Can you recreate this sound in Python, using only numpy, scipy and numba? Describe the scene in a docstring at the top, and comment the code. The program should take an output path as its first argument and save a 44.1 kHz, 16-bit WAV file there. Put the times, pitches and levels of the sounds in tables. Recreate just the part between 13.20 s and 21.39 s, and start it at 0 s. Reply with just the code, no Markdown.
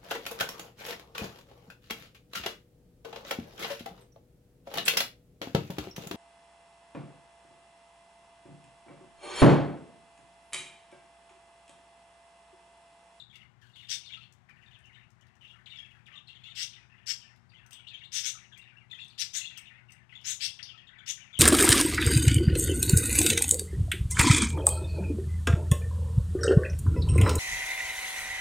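"""Budgerigars in a hard-walled room

One bird warbles quick gliding notes and soft chatter; another squawks hoarsely close by. Whistles are gliding
sines with sidebands; squawks are noisy pulses ringing throat and beak resonances. Beaks tick on the cage wire
(decaying sines); short broadband snaps and one rasp are noise bursts, over a faint mains hum and room rumble.
Only the left input has a microphone; the right one carries its amplifier's hiss."""
import sys
import numpy as np
from scipy import signal
from scipy.fft import rfft, irfft, next_fast_len
from scipy.io import wavfile
from scipy.ndimage import uniform_filter1d
from numba import njit

SR = 44100
rng = np.random.default_rng(int(sys.argv[2]) if len(sys.argv) > 2 else 0)


def store_pcm(level_fs):
    """Save levels as 16-bit WAV."""
    pcm = np.round(np.clip(level_fs, -1, 1) * 32767).astype(np.int16)
    wavfile.write(sys.argv[1], SR, np.atleast_2d(pcm).T)


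N = 361179  # length [samples]

# Clearest warbled notes, levels before room and microphone gain:
# (time [s], length [ms], start pitch [Hz], end pitch [Hz], level [dB])
CLEAR_NOTES = [(0.0, 11, 4000, 3260, -49), (0.096, 17, 3550, 3220, -63.5), (0.136, 52, 2910, 2650, -65),
               (0.152, 19.4, 2270, 1920, -64), (0.205, 22, 3200, 2640, -65.5),
               (0.229, 8, 2080, 2080, -60.5), (0.415, 51, 1830, 1350, -70.5),
               (0.534, 28, 3330, 4840, -66.5), (0.557, 10, 2300, 2090, -66), (0.576, 10, 3470, 3150, -69),
               (0.593, 18, 2944, 2730, -58.5), (0.626, 17, 3500, 3830, -61.5), (0.86, 7.9, 4350, 4250, -53),
               (0.879, 27, 3620, 2710, -57.5), (0.906, 7.8, 2140, 2480, -53.5),
               (0.921, 20.5, 3494, 3040, -49), (0.938, 5, 2780, 2980, -46.5), (0.97, 14.5, 1370, 1236, -66),
               (1.003, 38, 2276, 3330, -63), (1.03, 12, 4300, 3840, -64), (1.288, 11.4, 2560, 890, -61),
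               (1.295, 29, 2480, 2070, -62.5), (1.462, 10, 3700, 3460, -64.5),
               (1.529, 46, 3850, 2120, -65.5), (1.649, 35, 2750, 2950, -68), (1.693, 24, 2245, 1810, -66),
               (1.743, 27, 3830, 3650, -68), (1.746, 11, 3280, 3020, -64), (1.758, 15, 2335, 1820, -63),
               (2.218, 25.5, 3250, 3014, -67.5), (2.33, 49.2, 1467, 1070, -72.5),
               (2.459, 16.4, 3980, 1680, -53.5), (2.502, 14, 3660, 3680, -55), (2.515, 24, 2950, 2840, -55),
               (2.536, 14, 2194, 2220, -57.5), (2.558, 9.1, 3810, 3100, -51.5),
               (2.572, 8.4, 5050, 5000, -61.5), (2.586, 12, 3340, 3250, -49),
               (2.636, 19, 3481, 3150, -63.5), (2.646, 11, 2793, 2740, -58.5), (2.858, 29, 3793, 1298, -63),
               (2.9, 117, 1170, 1218, -69.5), (2.942, 10, 2758, 2750, -58.5),
               (2.955, 21.3, 3675, 3315, -55), (3.072, 28.3, 4465, 2870, -57),
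               (3.083, 23, 2760, 2750, -60.5), (3.15, 21, 3447, 2812, -59.5),
               (3.236, 14.2, 3440, 3527, -54), (3.247, 15, 2596, 2790, -57), (4.021, 31, 2760, 2760, -69.5),
               (4.294, 14, 5102, 3524, -68), (4.518, 13.2, 2520, 3860, -59), (4.531, 21, 3880, 2770, -62.5),
               (4.59, 13.6, 3300, 2570, -59), (4.668, 13.1, 2690, 4330, -50.5),
               (4.734, 28, 3337, 2980, -50), (4.814, 21.5, 2780, 2840, -58.5),
               (4.834, 22, 2912, 4440, -54.5), (5.151, 12.6, 1442, 1105, -62.5),
               (5.322, 29.5, 3470, 3140, -59), (5.315, 19.6, 1664, 1566, -67.5),
               (5.36, 28.6, 2476, 1980, -61), (5.388, 22, 2680, 2780, -60.5), (5.415, 13, 4010, 3390, -63),
               (5.566, 31, 2687, 2830, -63.5), (5.6, 53, 2460, 1880, -69.5),
               (5.698, 13.35, 3235, 4610, -67.5), (5.713, 13.6, 3760, 3500, -45.5),
               (5.729, 8.3, 1980, 2000, -54.5), (5.742, 22, 3250, 3230, -54.5),
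               (5.784, 19, 2465, 2850, -53), (5.799, 14, 3740, 3460, -51), (5.815, 13, 3500, 3240, -47.5),
               (6.205, 6.8, 2150, 2000, -55.5), (6.212, 11, 2806, 2600, -46.5),
               (6.232, 13, 4280, 4490, -54), (6.24, 22, 2616, 2880, -49), (6.258, 4.4, 3520, 3300, -39),
               (6.296, 15, 3900, 4104, -60), (6.363, 43, 3350, 1880, -56.5), (6.455, 17, 3745, 3150, -64),
               (6.468, 17.2, 2990, 2730, -58), (6.498, 64, 1966, 1800, -65), (6.58, 21, 2300, 1960, -65.5),
               (6.685, 27, 2830, 1889, -62.5), (6.926, 5, 2218, 1960, -51.5),
               (6.953, 13.7, 3447, 3360, -49.5), (7.278, 22.1, 2605, 3720, -48),
               (7.39, 8.3, 3687, 1339, -47.5), (7.428, 5.9, 4100, 6050, -39), (7.48, 39, 3632, 2660, -55),
               (7.531, 40, 1403, 1090, -71.5), (7.577, 7, 3267, 3246, -55.5), (7.67, 20.2, 3890, 2640, -59),
               (7.785, 16.5, 3500, 3150, -57), (8.012, 17, 2920, 2724, -59.5), (8.129, 40, 3560, 2790, -52),
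               (8.17, 18.5, 2775, 3490, -45.5)]


def clear_notes():
    """Frequency glide: each note sweeps linearly from one pitch to another."""
    out = np.zeros(N)
    for start_s, ms, start_hz, end_hz, level_db in CLEAR_NOTES:
        flutter_hz = rng.uniform(400, 900)
        flutter = .15 + .4 * rng.random() ** 2
        whistle = note(ms, start_hz, end_hz, flutter_hz, flutter, air_db=-22.5)
        add(out, start_s, gain(level_db) * whistle)
    return out


# Phrases of soft chatter, one breath each; pitches are the line about which the chirps scatter:
# (time [s], length [s], level [dB], first pitch [Hz], last pitch [Hz], air against tone [dB])
PHRASES = [(0.108, 0.14, -66, 3057, 2020, -10), (0.412, 0.1, -74, 3560, 3620, 0),
           (0.552, 0.15, -61.5, 2930, 2740, -6.5), (0.802, 0.25, -60.5, 3146, 2897, -15),
           (1.333, 0.46, -70.5, 2020, 2550, -12.5), (1.765, 0.066, -64.5, 2530, 2260, -19),
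           (1.988, 0.183, -73, 2500, 2130, -35), (2.206, .21, -61.5, 3302, 1720, -13.5),
           (2.453, 0.35, -62, 3190, 1890, -11.5), (2.858, 0.12, -58.5, 2626, 2682, -19),
           (3.092, 0.13, -64.5, 2860, 2610, -15), (3.237, 0.098, -57.5, 2973, 2630, -17),
           (3.489, 0.15, -59.5, 3530, 1906, -33), (3.689, 0.18, -69, 2240, 2376, -24),
           (4.001, 0.13, -65.5, 2910, 1693, -33), (4.312, 0.17, -63.5, 2999, 1804, -19),
           (4.521, .13, -62.5, 3230, 2292, -21), (4.671, 0.15, -57, 3070, 2820, -23),
           (5.139, 0.11, -66, 1707, 2777, -24), (5.418, .13, -63.5, 2830, 1890, -28.5),
           (5.695, 0.25, -64.5, 3240, 3267, -9), (6.19, 0.44, -61.5, 3260, 1950, -32.5),
           (6.688, 0.15, -70.5, 2218, 2225, -28), (6.886, 0.16, -63, 2710, 2918, -18),
           (7.389, 0.26, -62.5, 3055, 2439, -32), (7.69, 0.17, -63, 2310, 2136, -32),
           (7.961, 0.14, -60, 2475, 2310, -26), (8.136, 0.04, -56.5, 2916, 3045, -29)]
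CHIRPS_PER_S = 95
CHIRP_SCATTER_DB, CHIRP_SPREAD_OCTAVES = 9, .9  # full widths
PHRASE_FADE_DB = -4.5  # over the phrase, as the breath runs out
LOW_CHIRP_DB_PER_OCTAVE = 5.5  # low chirps carry less well


def chatter():
    """Pulse train of a breath: small steep chirps, some buzzy, drift in pitch and fade."""
    out = np.zeros(N)
    for start_s, length_s, level_db, first_hz, last_hz, air_db in PHRASES:
        for k in range(int(length_s * CHIRPS_PER_S) + 1):
            s = (k + rng.random()) / CHIRPS_PER_S
            line_hz = first_hz + (last_hz - first_hz) * s / length_s
            hz = line_hz * 2 ** (CHIRP_SPREAD_OCTAVES * (rng.random() - .6))
            db = level_db + PHRASE_FADE_DB * s / length_s
            db += CHIRP_SCATTER_DB * (rng.random() - .5)
            db += LOW_CHIRP_DB_PER_OCTAVE * np.log2(hz / first_hz)
            ms = rng.uniform(5, 18)
            steepness = rng.random()  # most chirps fall, the least steep rise slightly
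            start_hz, end_hz = hz * (.96 + .28 * steepness), hz * (1.02 - .3 * steepness)
            flutter_hz = rng.uniform(400, 900)
            flutter = .1 + .8 * rng.random() ** 2
            chirp = note(ms, start_hz, end_hz, flutter_hz, flutter, air_db)
            add(out, start_s + s, gain(db) * chirp)
    return out


def note(ms, start_hz, end_hz, flutter_hz, flutter, air_db):
    """Amplitude modulation: a second membrane chops the syrinx whistle into a stack of sidebands."""
    u = np.linspace(0, 1, int(ms * SR / 1000))  # fraction of the note
    glide_hz = start_hz + (end_hz - start_hz) * u
    hz = glide_hz * (1 + 0.039 * walk(406, size=len(u)))
    phase = 2 * np.pi * np.cumsum(hz) / SR
    beat = unit_rms(np.exp(flutter * np.sin(2 * np.pi * flutter_hz * u * ms / 1000)))
    tone = np.sin(phase) + gain(-23) * np.sin(2 * phase)
    air = gain(air_db) * band(white(len(u)), 4100, 3400)  # rushes past the membranes
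    swell = np.sin(np.pi * u ** .55) ** .7
    return np.sqrt(2) * (tone + air) * beat * swell


# Squawks, throat resonances before the throat's scaling and wander:
# (time [s], level [dB], lower throat [Hz], upper throat [Hz], lower throat gain [dB], swell [ms], fade [ms])
SQUAWKS = [(.684, -36, 3650, 5800, -3, 33, 40), (3.345, -37, 3390, 5800, -4, 76, 25),
           (3.859, -33.5, 3425, 5776, -12, 46.5, 13.4), (4.915, -34, 3492, 5900, -8, 52, 43),
           (5.028, -34, 3502, 6300, -7.5, 38, 35), (5.976, -32, 3532, 5416, -7, 48.3, 2.5),
           (6.13, -33.5, 3550, 6440, -8.5, 32.5, 30), (7.037, -34.5, 3460, 6450, -11, 57.4, 37),
           (7.198, -33, 3420, 5257, -6, 44.7, 22.7), (7.858, -35.5, 3343, 6197, -7.5, 49.5, 9)]
# Beak resonances, before the same scaling: (frequency [Hz], width [Hz], gain [dB])
BEAK_RESONANCES = [(1910, 960, -20.5), (8160, 380, -9.5), (10540, 2700, -20.5), (13900, 3900, -28)]
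RASP_PER_S, RASP_DEPTH = 190, .45  # mean rate of the quick bursts; depth as an exponent


def squawker():
    """Source and filter: uneven puffs of slapping membranes ring a throat that opens as the call swells."""
    out = np.zeros(N)
    for start_s, level_db, low_hz, high_hz, low_db, swell_ms, fade_ms in SQUAWKS:
        ms = np.arange(int(.2 * SR)) * 1000 / SR
        size = len(ms)
        # about 750 slaps a second over breath noise
        slaps = np.cumsum(SR / 750 * np.exp(.15 * white(400))).astype(int)
        slaps = slaps[slaps < size]
        puffs = .25 * white(size)
        puffs[slaps] += rng.uniform(.7, 1.2, len(slaps))

        opening = np.clip(ms / swell_ms, 0, 1)
        throat = (0.886 + 0.14 * opening) * (1 + 0.091 * walk(84.8, size=size))
        low = gain(low_db) * band(puffs, low_hz * throat, 670)
        high = band(puffs, high_hz * throat, 1300)
        high = gain(-0.5) * band(high, high_hz * throat, 1300)
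        beak = np.zeros(size)
        for k, (hz, width, db) in enumerate(BEAK_RESONANCES):
            polarity = (-1) ** (k + 1)
            beak += polarity * gain(db) * band(puffs, hz * throat, width)
        call = low + (beak - high) * opening ** 0.21  # these bands wait for the beak to open

        rise = np.sin(np.pi / 2 * opening)
        fade = np.exp(-(np.maximum(ms - swell_ms, 0) / fade_ms) ** 2)
        rasp_phase = 2 * np.pi * np.cumsum(RASP_PER_S * (1 + 0.399 * walk(60, size=size))) / SR
        rasp = np.exp(RASP_DEPTH * (np.sin(rasp_phase) - .5))
        add(out, start_s, gain(level_db) * unit_rms(thin(call)) * rise * fade * rasp)
    return out


# Beak on wire: (time [s], peak level [dB])
WIRE_TICKS = [(4.463, -54.5), (4.5084, -46.5), (4.53, -43), (5.376, -54), (5.846, -57), (5.881, -55.5),
              (6.375, -40), (6.7029, -59), (6.72, -48)]
# Modes of the wire, relative levels before a random scatter: (frequency [Hz], level [dB], t60 [s])
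WIRE_MODES = [(5100, 0, 0.051), (6090, 11, 0.03), (8100, 5, 0.068), (8120, 0, 0.099), (10950, -6.5, 0.019)]


def wire_ticks():
    """Modal ringing: a tap of the beak starts the wire's modes, each decaying at its own rate."""
    out, t = np.zeros(N), np.arange(SR // 10) / SR
    for start_s, peak_db in WIRE_TICKS:
        ring = np.zeros(len(t))
        for hz, db, t60 in WIRE_MODES:
            decay_db = db + 2 * rng.standard_normal() - 60 * t / t60
            ring += gain(decay_db) * np.sin(2 * np.pi * hz * t)
        ring *= gain(11 * walk(400, size=len(t)))  # the wire rattles in its joints
        ring *= np.clip(t / .002, .2, 1)
        tap = gain(10 - 60 * t / 0.04) * unit_rms(band(white(len(t)), 4000, 9000))
        add(out, start_s, gain(peak_db) * unit_peak(ring + tap))
    return out


# Short noise bursts, snaps and one rasp: (time [s], peak level [dB], centre frequency [Hz])
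NOISE_BURSTS = [(0.157, -53, 4500), (0.4148, -67, 4600), (1.1245, -57.5, 6600), (1.294, -63, 4300),
                (1.589, -65.5, 7800), (1.657, -63.5, 6160), (1.904, -64, 6200), (2.011, -61.5, 6200),
                (2.069, -64, 4060), (2.154, -66, 5770), (2.8643, -64.5, 4778), (4.161, -61, 4080),
                (7.014, -56, 4250)]
SECOND_SNAP_S, SECOND_SNAP_DB = 0.012, -5.5  # typical delay, and level against the first


def noise_bursts():
    """Impulsive noise: a dry burst of band noise dies within 28 ms by 60 dB, then snaps again softer."""
    out, t = np.zeros(N), np.arange(SR // 10) / SR
    for start_s, peak_db, hz in NOISE_BURSTS:
        crack = unit_rms(band(white(len(t)), hz, 2000)) * gain(-60 * t / 0.028)
        crack = unit_peak(crack)
        add(out, start_s, gain(peak_db) * crack)
        second_s = start_s + SECOND_SNAP_S * rng.uniform(0.76, 1.3)
        add(out, second_s, gain(peak_db + SECOND_SNAP_DB) * crack)
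    return out


# Mains lines, before microphone gain: (frequency [Hz], rms level [dB])
HUM = [(120, -70.5), (360, -87)]


def mains_hum():
    """Harmonic line spectrum: mains tones that waver a little in level and phase."""
    t = np.arange(N) / SR
    hum = np.zeros(N)
    for hz, db in HUM:
        level = np.sqrt(2) * gain(db + 0.5 * walk(21))
        cycles = hz * t + 0.031 * walk(34)
        hum += level * np.sin(2 * np.pi * cycles)
    return hum


# Shape of the room's rumble and air: (frequency [Hz], relative density [dB per Hz])
RUMBLE = [(25, -37), (36, -19.5), (48, -9), (119, 0), (240, -10), (281, -20), (523, -24), (782, -16),
          (1140, -18), (1950, -19.5), (2700, -26.5), (4750, -37), (8130, -41.5), (15500, -68.5)]


def rumble():
    """Broadband background: stationary noise of the room's rumble and air."""
    return gain(-68.5) * coloured(RUMBLE)


# Shape of the amplifier's hiss: (frequency [Hz], relative density [dB per Hz])
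HISS = [(25, -31.5), (40, -21), (60, 3), (120, -7), (200, -14), (800, -21), (6500, -26.5), (10000, -31),
        (15500, -37)]


def amplifier_hiss():
    """Electronic noise: stationary random noise of the right input's amplifier."""
    return gain(-82.5) * coloured(HISS)


# Pitches that the cage corner favours: (frequency [Hz], width [Hz], gain [dB])
CAGE = [(1490, 310, -3), (2004, 380, -7), (2724, 180, -5.5), (3283, 100, -9.5), (3642, 120, -7)]


def cage(x):
    """Resonance: the corner where the cage stands lifts a few pitches."""
    lifted = gain(-2.5) * x
    for hz, width, db in CAGE:
        lifted += gain(db) * band(x, hz, width)
    return lifted


# Bands of the reverberant tail: (frequency [Hz], width [Hz], t60 [s], relative level [dB])
ROOM = [(1260, 1380, 0.19, 5.5), (4170, 4400, 0.44, -4), (6760, 11000, 0.25, 5), (12200, 54000, 0.14, 12)]


def room(x, wet_db):
    """Reverberation: direct sound plus a dense tail whose bands decay at different rates."""
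    t = np.arange(SR // 2) / SR
    tail = np.zeros(len(t))
    for hz, width, t60, db in ROOM:
        tail += gain(db - 60 * t / t60) * unit_rms(band(white(len(t)), hz, width))
    tail *= np.clip((t - .003) / 0.0012, 0, 1)  # the first walls answer after a few ms
    tail /= np.sqrt(np.sum(tail ** 2))
    return x + gain(wet_db) * signal.fftconvolve(x, tail)[:N]


def thin(x):
    """Radiation efficiency: a small bird radiates no bass."""
    return signal.sosfilt(signal.butter(3, 1100, "high", fs=SR, output="sos"), x)


@njit
def moving_band(x, hz, width):
    """Resonance: a state-variable band-pass whose centre moves every sample."""
    y, band_state, low_state = np.empty(len(x)), 0., 0.
    for i in range(len(x)):
        g = np.tan(np.pi * hz[i] / SR)
        damping = width / hz[i]
        v = (band_state + g * (x[i] - low_state)) / (1 + g * (g + damping))
        band_state = 2 * v - band_state
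        low_state += 2 * g * v
        y[i] = damping * v
    return y


def band(x, hz, width):
    """Resonance of unit gain at its centre, fixed or moving."""
    return moving_band(x, np.zeros(len(x)) + hz, 1. * width)


def coloured(spectrum):
    """Spectral shaping: steady noise of the given spectrum, rms 1."""
    hz, db = np.transpose(spectrum)
    size = next_fast_len(N)
    bins = np.arange(size // 2 + 1) * SR / size + 1
    shape = gain(np.interp(np.log(bins), np.log(hz), db))
    return unit_rms(irfft(rfft(white(size)) * shape, size)[:N])


def walk(rate, size=N):
    """Slow fluctuation: random levels held 1 / rate s and smoothed twice."""
    k = int(SR / rate)
    held = np.repeat(white(size // k + 1), k)
    return uniform_filter1d(uniform_filter1d(held, k), k)[:size]


def white(size):
    """White noise: independent Gaussian samples."""
    return rng.standard_normal(size)


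def gain(db):
    """Level law: decibels to an amplitude factor."""
    return 10 ** (np.asarray(db) / 20)


def unit_rms(x):
    """Normalisation to equal power."""
    return x / np.sqrt(np.mean(x ** 2))


def unit_peak(x):
    """Normalisation to equal peak amplitude."""
    return x / np.max(np.abs(x))


def add(out, s, x):
    """Superposition: mix a short sound in at s seconds."""
    i = max(int(s * SR), 0)
    out[i:i + len(x)] += x[:max(N - i, 0)]


def scene():
    """Superposition: birds, beaks and background at the left input, hiss alone at the right."""
    warbler = room(cage(clear_notes() + chatter()), 0.68)
    squawks = room(cage(squawker()), -2)  # the near bird stands out of the room
    beaks = room(wire_ticks() + noise_bursts(), -6)
    heard = warbler + squawks + beaks + mains_hum() + rumble()
    return np.array([gain(8) * heard, amplifier_hiss()])  # microphone gain of 8 dB


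def record(dry):
    """Band limiting: the recorder cuts the top above 15.8 kHz."""
    return signal.sosfilt(signal.ellip(10, .2, 70, 15800, fs=SR, output="sos"), dry)


dry = scene()
out = record(dry)
store_pcm(out)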